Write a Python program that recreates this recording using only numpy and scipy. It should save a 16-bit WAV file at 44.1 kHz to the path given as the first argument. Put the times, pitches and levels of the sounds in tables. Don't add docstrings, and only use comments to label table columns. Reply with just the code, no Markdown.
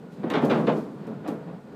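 import sys
import numpy as np
from scipy import signal
from scipy.fft import rfft, irfft
from scipy.io import wavfile
from scipy.ndimage import uniform_filter1d

SR = 44100
rng = np.random.default_rng(int(sys.argv[2]) if len(sys.argv) > 2 else 0)


def bounce(signal):
    frames = np.transpose(np.atleast_2d(signal))
    limited = np.clip(frames, -1, 1)
    pcm = np.round(limited * 32767).astype(np.int16)
    wavfile.write(sys.argv[1], SR, pcm)


N = 77175
T = np.arange(N) / SR
FREQ_HZ = np.maximum(np.arange(N + 1) * SR / (2 * N), 1)

# (time [s], relative level [dB])
GUST_LEVEL = [(0, -41), (.12, -42), (.2, -38), (.5, -32), (.85, -37.5), (.94, -40.5), (1.05, -35),
              (1.2, -38), (1.4, -39), (1.55, -38), (1.62, -45), (1.69, -39.5), (1.75, -39.5)]
# (frequency [Hz], relative density [dB])
RUMBLE_SPECTRUM = [(30, -45), (60, -30), (100, -18), (129, -9), (162, 0), (210, -3), (300, -9),
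                   (352, -12.5), (426, -9), (530, -15), (700, -20.5), (1000, -24), (1450, -29.5),
                   (2000, -35.5), (5000, -49.5), (6500, -70)]
# (frequency [Hz], relative density [dB])
HISS_SPECTRUM = [(500, 12.5), (4000, 2.5), (5500, -3.5), (8000, -2), (10000, -9), (15000, -10.5)]
# (time [s], level [dB])
RUSTLE_LEVEL = [(.1, -80), (.125, -65), (.19, -71), (.4, -76), (.425, -57), (.47, -59.5), (.59, -58),
                (.65, -63), (.72, -62), (.78, -57.5), (.88, -69.5), (1.1, -77.5)]
# (frequency [Hz], relative density [dB])
RUSTLE_SPECTRUM = [(2000, 4), (4000, 10), (8000, 3), (15000, -5)]
# (time [s], pitch [Hz], level [dB])
LANDINGS = [(.196, 200, -26.5), (.241, 383, -22.5), (.340, 453, -17.5), (.370, 245, -18),
            (0.434, 251, -12.5), (.679, 450, -16.5), (0.718, 436, -20), (1.283, 303, -17.5),
            (1.321, 268, -24)]
# (time [s], relative level [dB], bass [dB], hollow ring [dB], treble [dB], board t60 [x])
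BLOWS = [(.228, -11, 7, 0.5, -9.5, 2.6), (.299, -7.5, -13, -2, 5.5, 1.48), (.335, -3, -1.5, -0.5, 7, 0.62),
         (.350, -3.5, -6, -3, 6, 0.58), (.368, -8.5, -2, 1, 0.5, 0.6), (.414, -3, -3, 0.5, -8.5, 1.96),
         (.430, -2, -1, 4, -25.5, 1.33), (.496, -5.5, 1, 3, 6, 1.08), (.508, -3, -4, 3, 3.5, 1.2),
         (.541, -6, -2, -4.5, -6, 3), (.578, -4, 0.5, -0.5, -17, 0.89), (.618, -6, 7, -4, -26, 0.66),
         (.667, -4, -6.5, 1.5, 5, 0.68), (.676, 0.5, -1.5, 4.5, -11.5, 0.74),
         (.714, -3.5, -2, 1.5, -20, 0.78), (.753, -10.5, -0.5, -9, -16, 1.1),
         (1.068, -18, 4, 2.5, -6.5, 0.75), (1.093, -20, 11, 1, -28, 1.04), (1.238, -16, -11, 0, -10, 3),
         (1.259, -15.5, -9, 6.5, -1, 0.69), (1.274, -10.5, -1, -2, -7.5, 0.84),
         (1.310, -14, 6, -2, -18, 0.55), (1.470, -21.5, -4, 4, -9, 1.4)]
# (frequency [Hz], relative density [dB])
BOARD_SPECTRUM = [(50, -47), (100, -40), (128, -8), (155, -3), (185, -8.5), (225, 0.5), (360, -2),
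                  (490, -3.5), (750, -9), (1300, -17.5), (1900, -22.5), (3500, -28.5), (5300, -46),
                  (15000, -75.5)]
# (frequency [Hz], t60 [s])
BOARD_DECAY = [(150, 0.66), (400, 0.37), (1000, 0.41), (3000, 0.19), (10000, 0.16)]
# (frequency [Hz], relative level [dB], t60 [s])
ROOF_MODES = [(156.1, 3.5, 0.43), (218.4, 2.5, .4), (293.4, -1, 0.62), (428.2, 1, 0.45), (488, 1.5, 0.49),
              (640.3, -9, 0.46), (697, -3.5, 0.21), (968, -10.5, 0.39), (1283, -16, .35),
              (1350, -8.5, 0.23), (1490, -22, 0.46), (1755, -16.5, 0.32), (2456, -17.5, .3)]
# (time [s], level [dB])
TIMBER_TICKS = [(.301, -40), (0.309, -51), (.449, -42), (0.454, -41.5), (1.069, -56), (1.074, -56),
                (1.277, -43), (1.283, -44), (1.289, -46.5)]
# (frequency [Hz], relative density [dB])
TICK_SPECTRUM = [(1000, 3.5), (4000, 8.5), (8000, 2.5), (12000, 1), (15000, -3.5)]


def undb(db):
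    return 10 ** (np.asarray(db) / 20)


def unit(x):
    return x / np.sqrt(np.mean(x ** 2))


def at_hz(table, hz):
    points_hz, values = np.array(table, float).T
    return np.interp(np.log(hz), np.log(points_hz), values)


def curve(table):
    return undb(np.interp(T, *np.array(table, float).T))


def shaped_noise(gain):
    return unit(irfft(rfft(rng.standard_normal(N), 2 * N) * gain)[:N])


def noise(spectrum):
    return shaped_noise(undb(at_hz(spectrum, FREQ_HZ)))


def delay(x, start_s):
    return np.concatenate([np.zeros(int(start_s * SR)), x, np.zeros(N)])[:N]


def bands(spectrum, count=15):
    centres_hz = np.geomspace(60, 15000, count)
    power = undb(at_hz(spectrum, FREQ_HZ)) ** 2
    for hz, pick in zip(centres_hz, np.eye(count)):
        band_power = power * np.interp(np.log(FREQ_HZ), np.log(centres_hz), pick)
        yield hz, np.sqrt(band_power.sum() / power.sum()), shaped_noise(np.sqrt(band_power))


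def highpass(x, hz):
    return signal.sosfilt(signal.butter(2, hz, "high", fs=SR, output="sos"), x)


def wind(gain_db=-1, flutter_db=0.5, flutter_hz=19):
    out, window = np.zeros(N), int(SR / flutter_hz)
    for _, rms, band in bands(RUMBLE_SPECTRUM):
        flutter = unit(uniform_filter1d(uniform_filter1d(rng.standard_normal(N), window), window))
        out += rms * band * undb(flutter_db * flutter)
    return out * curve(GUST_LEVEL) * undb(gain_db)


def draught(centre_hz=1442, width_hz=49, level_db=-65.5):
    resonance = 1 / (1 + (2 * (FREQ_HZ - centre_hz) / width_hz) ** 2)
    return shaped_noise(resonance) * undb(level_db)


def hiss(level_db=-65.5):
    return noise(HISS_SPECTRUM) * undb(level_db)


def rustle():
    return noise(RUSTLE_SPECTRUM) * curve(RUSTLE_LEVEL)


def thumps(rise_s=0.0025, decay_s=0.014):
    env = (1 - np.exp(-(T / rise_s) ** 2)) * np.exp(-(T / decay_s) ** 2)
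    return sum(undb(db) * delay(env * np.sin(2 * np.pi * hz * T), start_s)
               for start_s, hz, db in LANDINGS)


def contact_gain(hz, bass_db, hollow_db, treble_db):
    bass_hz, hollow_hz, hollow_octaves, treble_hz = 280, 670, 0.16, 1574
    bass = 1 / (1 + (hz / bass_hz) ** 4)
    hollow = np.exp(-(np.log2(hz / hollow_hz) / hollow_octaves) ** 2 / 2)
    treble = 1 / (1 + (treble_hz / hz) ** 3)
    return undb(bass_db * bass + hollow_db * hollow + treble_db * treble)


def ring_envelope(t, hz, t60_s, treble_db, crack_s=0.0028, boom_s=0.008, boom_hz=890):
    rise_s = crack_s * undb(-0.4 * treble_db) + boom_s / (1 + (hz / boom_hz) ** 2)
    return (1 - np.exp(-(t / rise_s) ** 2)) * np.exp(-np.log(1000) * t / t60_s)


def knocks(boards_db=-20, modes_db=-29.5, direct_db=-3, direct_s=0.025, samples=22000):
    t, out = T[:samples], np.zeros(N)
    board_bands = list(bands(BOARD_SPECTRUM))
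    direct = 1 + undb(direct_db) * np.exp(-(t / direct_s) ** 2 / 2)
    for start_s, db, bass_db, hollow_db, treble_db, t60_scale in BLOWS:
        blow = np.zeros(samples)
        for hz, rms, band in board_bands:
            offset = rng.integers(N - samples)
            env = direct * ring_envelope(t, hz, t60_scale * at_hz(BOARD_DECAY, hz), treble_db)
            ring = unit(band[offset:offset + samples] * env) * np.sqrt(np.mean(env ** 2))
            blow += undb(boards_db) * rms * contact_gain(hz, bass_db, hollow_db, treble_db) * ring
        for hz, mode_db, t60_s in ROOF_MODES:
            ring = ring_envelope(t, hz, t60_s, treble_db) * np.sin(2 * np.pi * (hz * t + rng.random()))
            blow += undb(modes_db + mode_db) * contact_gain(hz, bass_db, hollow_db, treble_db) * ring
        knock = signal.fftconvolve(blow, chatter(t))[:samples]
        out += undb(db) * delay(knock, start_s)
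    return out


def chatter(t, rate_per_s=90, bounce_db=-9, scatter_db=4.5, decay_s=0.039):
    bounces = rng.random(len(t)) < rate_per_s / SR
    strength = undb(bounce_db + scatter_db * rng.standard_normal(len(t))) * np.exp(-t / decay_s)
    hits = highpass(bounces * strength, hz=650)
    hits[0] = 1
    return hits


def ticks(decay_s=0.0016, tail_db=-14.5, tail_s=0.045):
    env = np.exp(-T / decay_s) + undb(tail_db) * np.exp(-T / tail_s)
    return sum(undb(db) * delay(env * noise(TICK_SPECTRUM), start_s) for start_s, db in TIMBER_TICKS)


def scene():
    roof = highpass(thumps() + knocks(), hz=99)
    return (roof + ticks() + wind() + draught() + rustle() + hiss())[None]


def record(dry, cutoff_hz=15400):
    return signal.sosfilt(signal.ellip(10, .2, 80, cutoff_hz, fs=SR, output="sos"), dry)


dry = scene()
out = record(dry)
bounce(out)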